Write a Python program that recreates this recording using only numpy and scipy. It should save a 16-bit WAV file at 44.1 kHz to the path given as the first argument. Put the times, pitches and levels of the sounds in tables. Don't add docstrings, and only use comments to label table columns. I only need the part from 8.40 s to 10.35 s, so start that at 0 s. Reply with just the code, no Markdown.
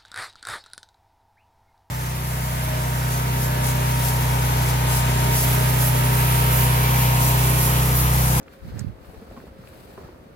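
import sys
import numpy as np
from scipy import signal
from scipy.fft import rfft, irfft
from scipy.io import wavfile
from scipy.ndimage import uniform_filter1d

SR = 44100
rng = np.random.default_rng(int(sys.argv[2]) if len(sys.argv) > 2 else 0)


def to_wav(s):
    ch = np.atleast_2d(s).T
    pcm = np.round(np.clip(ch, -1, 1) * 32767)
    wavfile.write(sys.argv[1], SR, pcm.astype(np.int16))


def how_loud(loudness_db):
    steps = np.asarray(loudness_db, float) / 20
    return 10 ** steps


N = 85995
NEAR_LAG = 4


def level(x, db):
    return x * how_loud(db) / np.sqrt(np.mean(x ** 2))


def curve(table, column=1):
    rows = np.array(table, float)
    return np.interp(np.arange(N) / SR, rows[:, 0], rows[:, column])


def colour(x, points):
    rows = np.array(points, float)
    hz = np.fft.rfftfreq(N, 1 / SR) + 1
    point_hz = np.maximum(rows[:, 0], 1)
    gain_db = np.interp(np.log(hz), np.log(point_hz), rows[:, 1])
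    return irfft(rfft(x) * how_loud(gain_db), N)


def band(x, hz, width_hz):
    b, a = signal.iirpeak(min(hz, .4 * SR), max(hz / width_hz, .55), fs=SR)
    return signal.lfilter(b, a, x)


def wide_band(x, hz, width_hz, second_width_hz):
    return band(band(x, hz, width_hz), hz, second_width_hz)


def walk(rate):
    hold = int(SR / rate)
    steps = np.repeat(rng.standard_normal(N // hold + 1), hold)
    return 1.29 * uniform_filter1d(uniform_filter1d(steps, hold), hold)[:N]


def pan(x, db):
    return x * how_loud(np.array([db / 2, -db / 2]).reshape(2, -1))


def add(out, start_s, shape, peak_db, pan_db):
    i = int(start_s * SR)
    n = min(len(shape), N - i - NEAR_LAG)
    left, right = pan(shape[:n] * how_loud(peak_db) / np.abs(shape).max(), pan_db)
    out[0, i + NEAR_LAG:i + NEAR_LAG + n] += left
    out[1, i:i + n] += right


def air(make):
    alike_hz, left_lag, lagged_share = 600, 21, 0.23
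    bass, left_only, shared = make(), make(), make()
    low_pass = signal.butter(2, alike_hz, fs=SR, output="sos")

    def low(v):
        return signal.sosfilt(low_pass, v)

    def high(v):
        return v - low(v)

    late = lagged_share * np.roll(shared, left_lag)
    left_treble = late + np.sqrt(1 - lagged_share ** 2) * left_only
    return np.array([low(bass) + high(left_treble), low(bass) + high(shared)])


def wind():
    # centre in seconds, peak in dB, frequency in Hz.
    left_eddies = [
        (.227, -29.5, 65),
        (.247, -32.5, 95),
        (.272, -30.5, 90),
        (.326, -25.5, 59.4),
        (.335, -38, 131),
        (.354, -33, 100),
        (.542, -34.5, 54.5),
        (.612, -38, 60.4),
        (.688, -32.5, 68.4),
        (.776, -32, 52),
    ]
    # centre in seconds, peak in dB, frequency in Hz.
    right_eddies = [(0.255, -30.5, 132), (0.285, -25.5, 133), (0.308, -31, 55), (0.345, -24, 110),
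                    (0.361, -26.5, 111), (0.371, -21.5, 113), (0.401, -23.5, 140), (0.416, -16.5, 154),
                    (0.425, -17.5, 108), (.447, -17.5, 187), (.469, -15.5, 94), (0.481, -22, 108),
                    (.497, -22, 132), (.507, -28.5, 120), (.487, -26, 172), (0.36, -26, 215),
                    (0.249, -32.5, 130), (0.26, -37, 230), (0.523, -33, 70), (0.556, -47, 190),
                    (.386, -33, 197)]
    # centre in seconds, peak in dB, frequency in Hz.
    thuds = [(0.106, -45.5, 55.3), (.49, -33.5, 50), (.895, -38, 65), (0.917, -37, 80.6),
             (1.077, -38.5, 58), (1.109, -39, 50), (1.199, -43.5, 109), (1.32, -39.5, 81), (1.489, -45, 56),
             (1.648, -36.5, 71.5), (1.866, -47, 55.6)]
    # time in seconds, left level in dB, right level in dB.
    gust = [
        (.18, -68, -60),
        (.23, -62, -41),
        (.34, -42, -39),
        (.42, -47, -35),
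        (.5, -39, -45),
        (.56, -73, -63),
        (.8, -57, -55),
        (1.95, -59.5, -57),
    ]
    eddy_cycles, buffet_hz, buffet_width_hz = 0.55, 120, 120
    t = np.arange(N) / SR
    out = []
    for column, eddies in enumerate((left_eddies, right_eddies), 1):
        swing = np.zeros(N)
        for centre_s, peak_db, hz in eddies + thuds:
            age = t - centre_s
            bump = np.exp(-(age * hz / eddy_cycles) ** 2)
            swing += how_loud(peak_db) * bump * np.cos(2 * np.pi * hz * age - .6)
        rough = wide_band(rng.standard_normal(N), buffet_hz, buffet_width_hz, 2 * buffet_width_hz)
        buffet = level(rough * how_loud(2.1 * walk(30.1)), 0)
        out.append(swing + buffet * how_loud(curve(gust, column)))
    return np.array(out)


def snow_grains():
    # time in seconds, level in dB.
    tread = [(0, -48), (.2, -61), (.38, -42.5), (.45, -51), (.58, -49), (.72, -48), (.87, -48.5),
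             (.955, -44), (.985, -45.5), (1.12, -54.5), (1.3, -51), (1.57, -46), (1.62, -41.5),
             (1.7, -47.5), (1.76, -47.5), (1.95, -55)]
    # frequency in Hz, level in dB per Hz.
    snow = [(120, 5.5), (220, 2.5), (420, 2.5), (900, -5), (1600, -14.5), (3000, -35), (6000, -29.5)]
    grains_per_s, scatter_db = 1200, 1

    def grains():
        hits = rng.random(N) < grains_per_s / SR
        force = how_loud(scatter_db * np.minimum(rng.exponential(size=N), 2))
        return hits * rng.standard_normal(N) * force

    return level(colour(air(grains), snow), -1) * how_loud(curve(tread))


def slumps():
    # start in seconds, peak in dB, ring in Hz, crunch against ring in dB.
    packs = [(0.643, -40.5, 294, 10), (0.699, -39, 492, 4), (0.741, -32.5, 441, -2.5), (0.82, -30, 213, -9),
             (0.869, -36, 223, -2), (0.917, -36.5, 221, -1.5), (0.964, -30, 244, -10),
             (0.973, -30, 245, -12), (1.036, -37, 392, -11), (1.073, -33, 195, -6), (1.187, -34.5, 192, -8),
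             (1.329, -35, 226, 2), (1.495, -42, 408, -17), (1.58, -29, 403, -12.5), (1.612, -38, 397, 5),
             (1.641, -32.5, 167, -1), (1.629, -40.5, 324, 2.5), (1.69, -35, 342, -7),
             (1.863, -37.5, 220, -19)]
    # start in seconds, peak in dB, ring in Hz, crunch
    # against ring in dB.
    higher_rings = [
        (.821, -33, 458, -11),
        (.912, -54, 596, -4),
        (0.97, -35, 1060, 5),
        (1.074, -43, 726, 12),
        (1.578, -41.5, 1015, 7),
        (1.688, -54, 995, -1),
    ]
    ring_t60_s, crunch_db, crunch_s = 0.055, -4, 0.0084
    out, t = np.zeros((2, N)), np.arange(4000) / SR
    for start_s, peak_db, hz, extra_db in packs + higher_rings:
        ring = np.sin(2 * np.pi * hz * t) * (1 - np.exp(-t / 0.0023)) * how_loud(-60 * t / ring_t60_s)
        crunch = band(rng.standard_normal(len(t)), 1100, 510)
        crunch = crunch * t / crunch_s * np.exp(-t / crunch_s * 2)
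        slump = ring / ring.max() + how_loud(crunch_db + extra_db) * crunch / crunch.max()
        add(out, start_s, slump, peak_db - 4.5, 0)
    return out


def snaps():
    # start in seconds, peak in dB, frequency in Hz, length in cycles.
    breaks = [(.0765, -43, 910, 1.3), (.0795, -43, 2400, 2), (.085, -47, 2620, 4.1), (.089, -48, 1510, 3.8),
              (.1415, -52, 1900, 1.9), (.147, -61, 2400, 3.5), (.36, -49, 7800, 6.5),
              (.3715, -43, 1790, 1.9), (.406, -40, 4350, 9.5), (.699, -38, 684, 2), (.734, -36, 365, 0.68),
              (.816, -47, 760, 3.2), (.9125, -36.5, 605, 2.8), (.924, -47, 1390, 2.5),
              (.961, -52, 865, 1.8), (0.9673, -39, 1010, 1.3), (.9755, -33, 690, 0.64),
              (.9815, -37, 960, 1.5), (1.04, -31, 356, 2.4), (1.069, -36, 600, 1.9),
              (1.167, -38.5, 325, 1.6), (1.248, -38.5, 460, 1.5), (1.2742, -49, 4180, 4.1),
              (1.5772, -33, 1100, 1.2), (1.581, -33, 930, 2), (1.611, -33, 510, 1.9),
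              (1.636, -43, 1170, 3.3), (1.6875, -39.5, 950, 4), (1.693, -46, 2400, 1.7)]
    out, t = np.zeros((2, N)), np.arange(1500) / SR
    for start_s, peak_db, hz, cycles in breaks:
        age = t * hz / max(cycles, .5)
        snap = np.sin(2 * np.pi * hz * t) * age ** 0.37 * np.exp(-3.1 * age)
        add(out, start_s, snap, peak_db, -1.1)
    return out


def ticks():
    # start in seconds, peak in dB, frequency in Hz.
    ice_bits = [(0.031, -42, 5950), (0.081, -41.5, 1370), (0.082, -40, 2390), (0.1369, -40, 1400),
                (.207, -48, 1590), (0.589, -46.5, 1460), (.966, -42, 890), (1.0026, -38.5, 1440),
                (1.239, -43, 1100), (1.274, -36.5, 2400), (1.578, -38, 800), (1.79, -48, 9000)]
    t60_s, width = .012, .6
    out, t = np.zeros((2, N)), np.arange(2000) / SR
    for start_s, peak_db, hz in ice_bits:
        strike = (0.78 * rng.standard_normal(len(t)) + 8 * (t == 0)) * how_loud(-60 * t / t60_s)
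        add(out, start_s, wide_band(strike, hz, width * hz, width * hz), peak_db, 0)
    return out


def strain():
    # time in seconds, level in dB.
    bending = [
        (.32, -69),
        (.345, -59),
        (.385, -54),
        (.394, -54),
        (.402, -56.5),
        (.415, -51),
        (.43, -81),
    ]
    hz, width_hz = 1630, 400
    noise = wide_band(rng.standard_normal((2, N)), hz, width_hz, 2 * width_hz)
    creak = level(noise + 0.65 * noise[::-1], 0)
    return creak * how_loud(curve(bending) + 1.4 * walk(220))


def crust():
    # start in seconds, peak in dB, centre in Hz, width in Hz.
    cracks = [
        (.3927, -27, 7400, 7000),
        (.3930, -40, 13400, 4100),
        (.3933, -31, 5300, 900),
        (.3948, -22.5, 7900, 3400),
        (.3956, -35, 5300, 900),
    ]
    crack_t60_s, crumble_s, left_lag = 0.0046, 0.019, 5.5
    out, t = np.zeros((2, N)), np.arange(2000) / SR
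    for start_s, peak_db, hz, width_hz in cracks:
        noise = rng.standard_normal(len(t))
        burst = (noise + 1.8 * (t == 0)) * how_loud(-60 * t / crack_t60_s)
        add(out, start_s, wide_band(burst, hz, width_hz, 1.6 * width_hz), peak_db, -2.5)
    first_s = cracks[0][0]
    body = band(noise * how_loud(-60 * t / 0.024), 1700, 460)
    add(out, first_s, body, -37, -4.0)
    out[0] = np.roll(out[0], round(left_lag) - NEAR_LAG)
    since = np.arange(N) / SR - first_s
    hold = np.interp(since, [-.012, 0, crumble_s, crumble_s + 0.011], [0.046, 0.9, 0.54, 0.014])
    crumble = level(band(rng.standard_normal((2, N)), 6800, 3500), -49)
    return out + crumble * hold * how_loud(1.5 * walk(300))


def jacket():
    # time in seconds, hiss in dB, scrape in dB, left over right in dB (hiss only).
    rub = [(.06, -73, -68, -6), (.14, -64, -54, -5), (.18, -70.5, -64.5, 11), (.295, -64, -51, 2),
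           (.33, -78, -55, -6), (.39, -69, -50, -17), (.44, -75, -56.5, 0), (.57, -75.5, -68.5, 13),
           (.65, -68, -58, 12), (.72, -61.5, -59, 7.5), (.79, -68.5, -57.5, 6), (1.06, -66, -57.5, 0),
           (1.11, -71, -64, -4), (1.22, -69, -58, 6), (1.28, -65, -56, 14), (1.54, -65.5, -55.5, 18),
           (1.66, -74.5, -56, 2), (1.8, -71, -64.5, 0)]
    # frequency in Hz, level in dB per Hz.
    hiss_colour = [(3000, -1), (5000, -6.5), (6200, -11.5), (8000, -1), (10000, -1.5), (13000, 1),
                   (16000, -5.5)]
    # frequency in Hz, level in dB per Hz.
    scrape_colour = [(600, -7.5), (1500, 0), (2500, -5), (3200, -8.5), (4500, -5), (6000, -13.5)]

    def noise():
        return rng.standard_normal(N)

    hiss_db = 0.89 * walk(24.2) + 2.0 * walk(150) + curve(rub)
    hiss = level(colour(air(noise), hiss_colour), 2.5) * how_loud(hiss_db)
    scrape_db = 0.25 * walk(34.4) + 0.86 * walk(150) + curve(rub, 2)
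    scrape = level(colour(air(noise), scrape_colour), 0.2) * how_loud(scrape_db)
    return pan(hiss, curve(rub, 3)) + scrape


def traffic():
    # frequency in Hz, level in dB per Hz.
    distance = [(15, -53), (45, 6), (90, -0.5), (531, -8), (911, -20.5), (1190, -16), (6920, -36),
                (14400, -38), (16000, -50)]
    far = colour(air(lambda: rng.standard_normal(N)), distance)
    bed = np.zeros((2, N))
    for hz in 35 * 2. ** np.arange(9):
        bed += band(far, hz, 2.4 * hz) * how_loud(0.29 * walk(4.8))
    return level(bed, -49.5)


def electric_hum():
    # time in seconds, level in dB.
    drift = [(0, -52), (.07, -70), (.2, -58.5), (.33, -61), (.4, -73), (.76, -65), (.84, -60.5),
             (1.05, -68), (1.16, -56.5), (1.24, -64.5), (1.32, -60.5), (1.39, -84), (1.52, -63),
             (1.64, -74), (1.73, -78), (1.86, -69)]
    hz = 536.2 * (1 + 0.0021 * walk(8.6))
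    tone = np.sin(2 * np.pi * np.cumsum(hz) / SR) * how_loud(0.7 * walk(7.4))
    return level(tone, 4) * how_loud(curve(drift))


def scene():
    underfoot = snow_grains() + slumps() + snaps() + ticks()
    return wind() + underfoot + strain() + crust() + jacket() + traffic() + electric_hum()


def top_cut(x):
    return signal.sosfilt(signal.butter(12, 15900, fs=SR, output="sos"), x)


def record(dry):
    # frequency in Hz, left over right in dB.
    port_colour = [(700, 1), (1300, -4), (2400, 2.5), (4400, -0.1), (7000, -1.6)]
    left = colour(dry[0], [(hz, db / 2) for hz, db in port_colour])
    right = colour(dry[1], [(hz, -db / 2) for hz, db in port_colour])
    shaded = right - 0.53 * band(right, 9800, 5800)
    bass_cut = signal.butter(3, 40, "high", fs=SR, output="sos")
    return top_cut(signal.sosfilt(bass_cut, np.array([left, shaded])))


dry = scene()
out = record(dry)
to_wav(out)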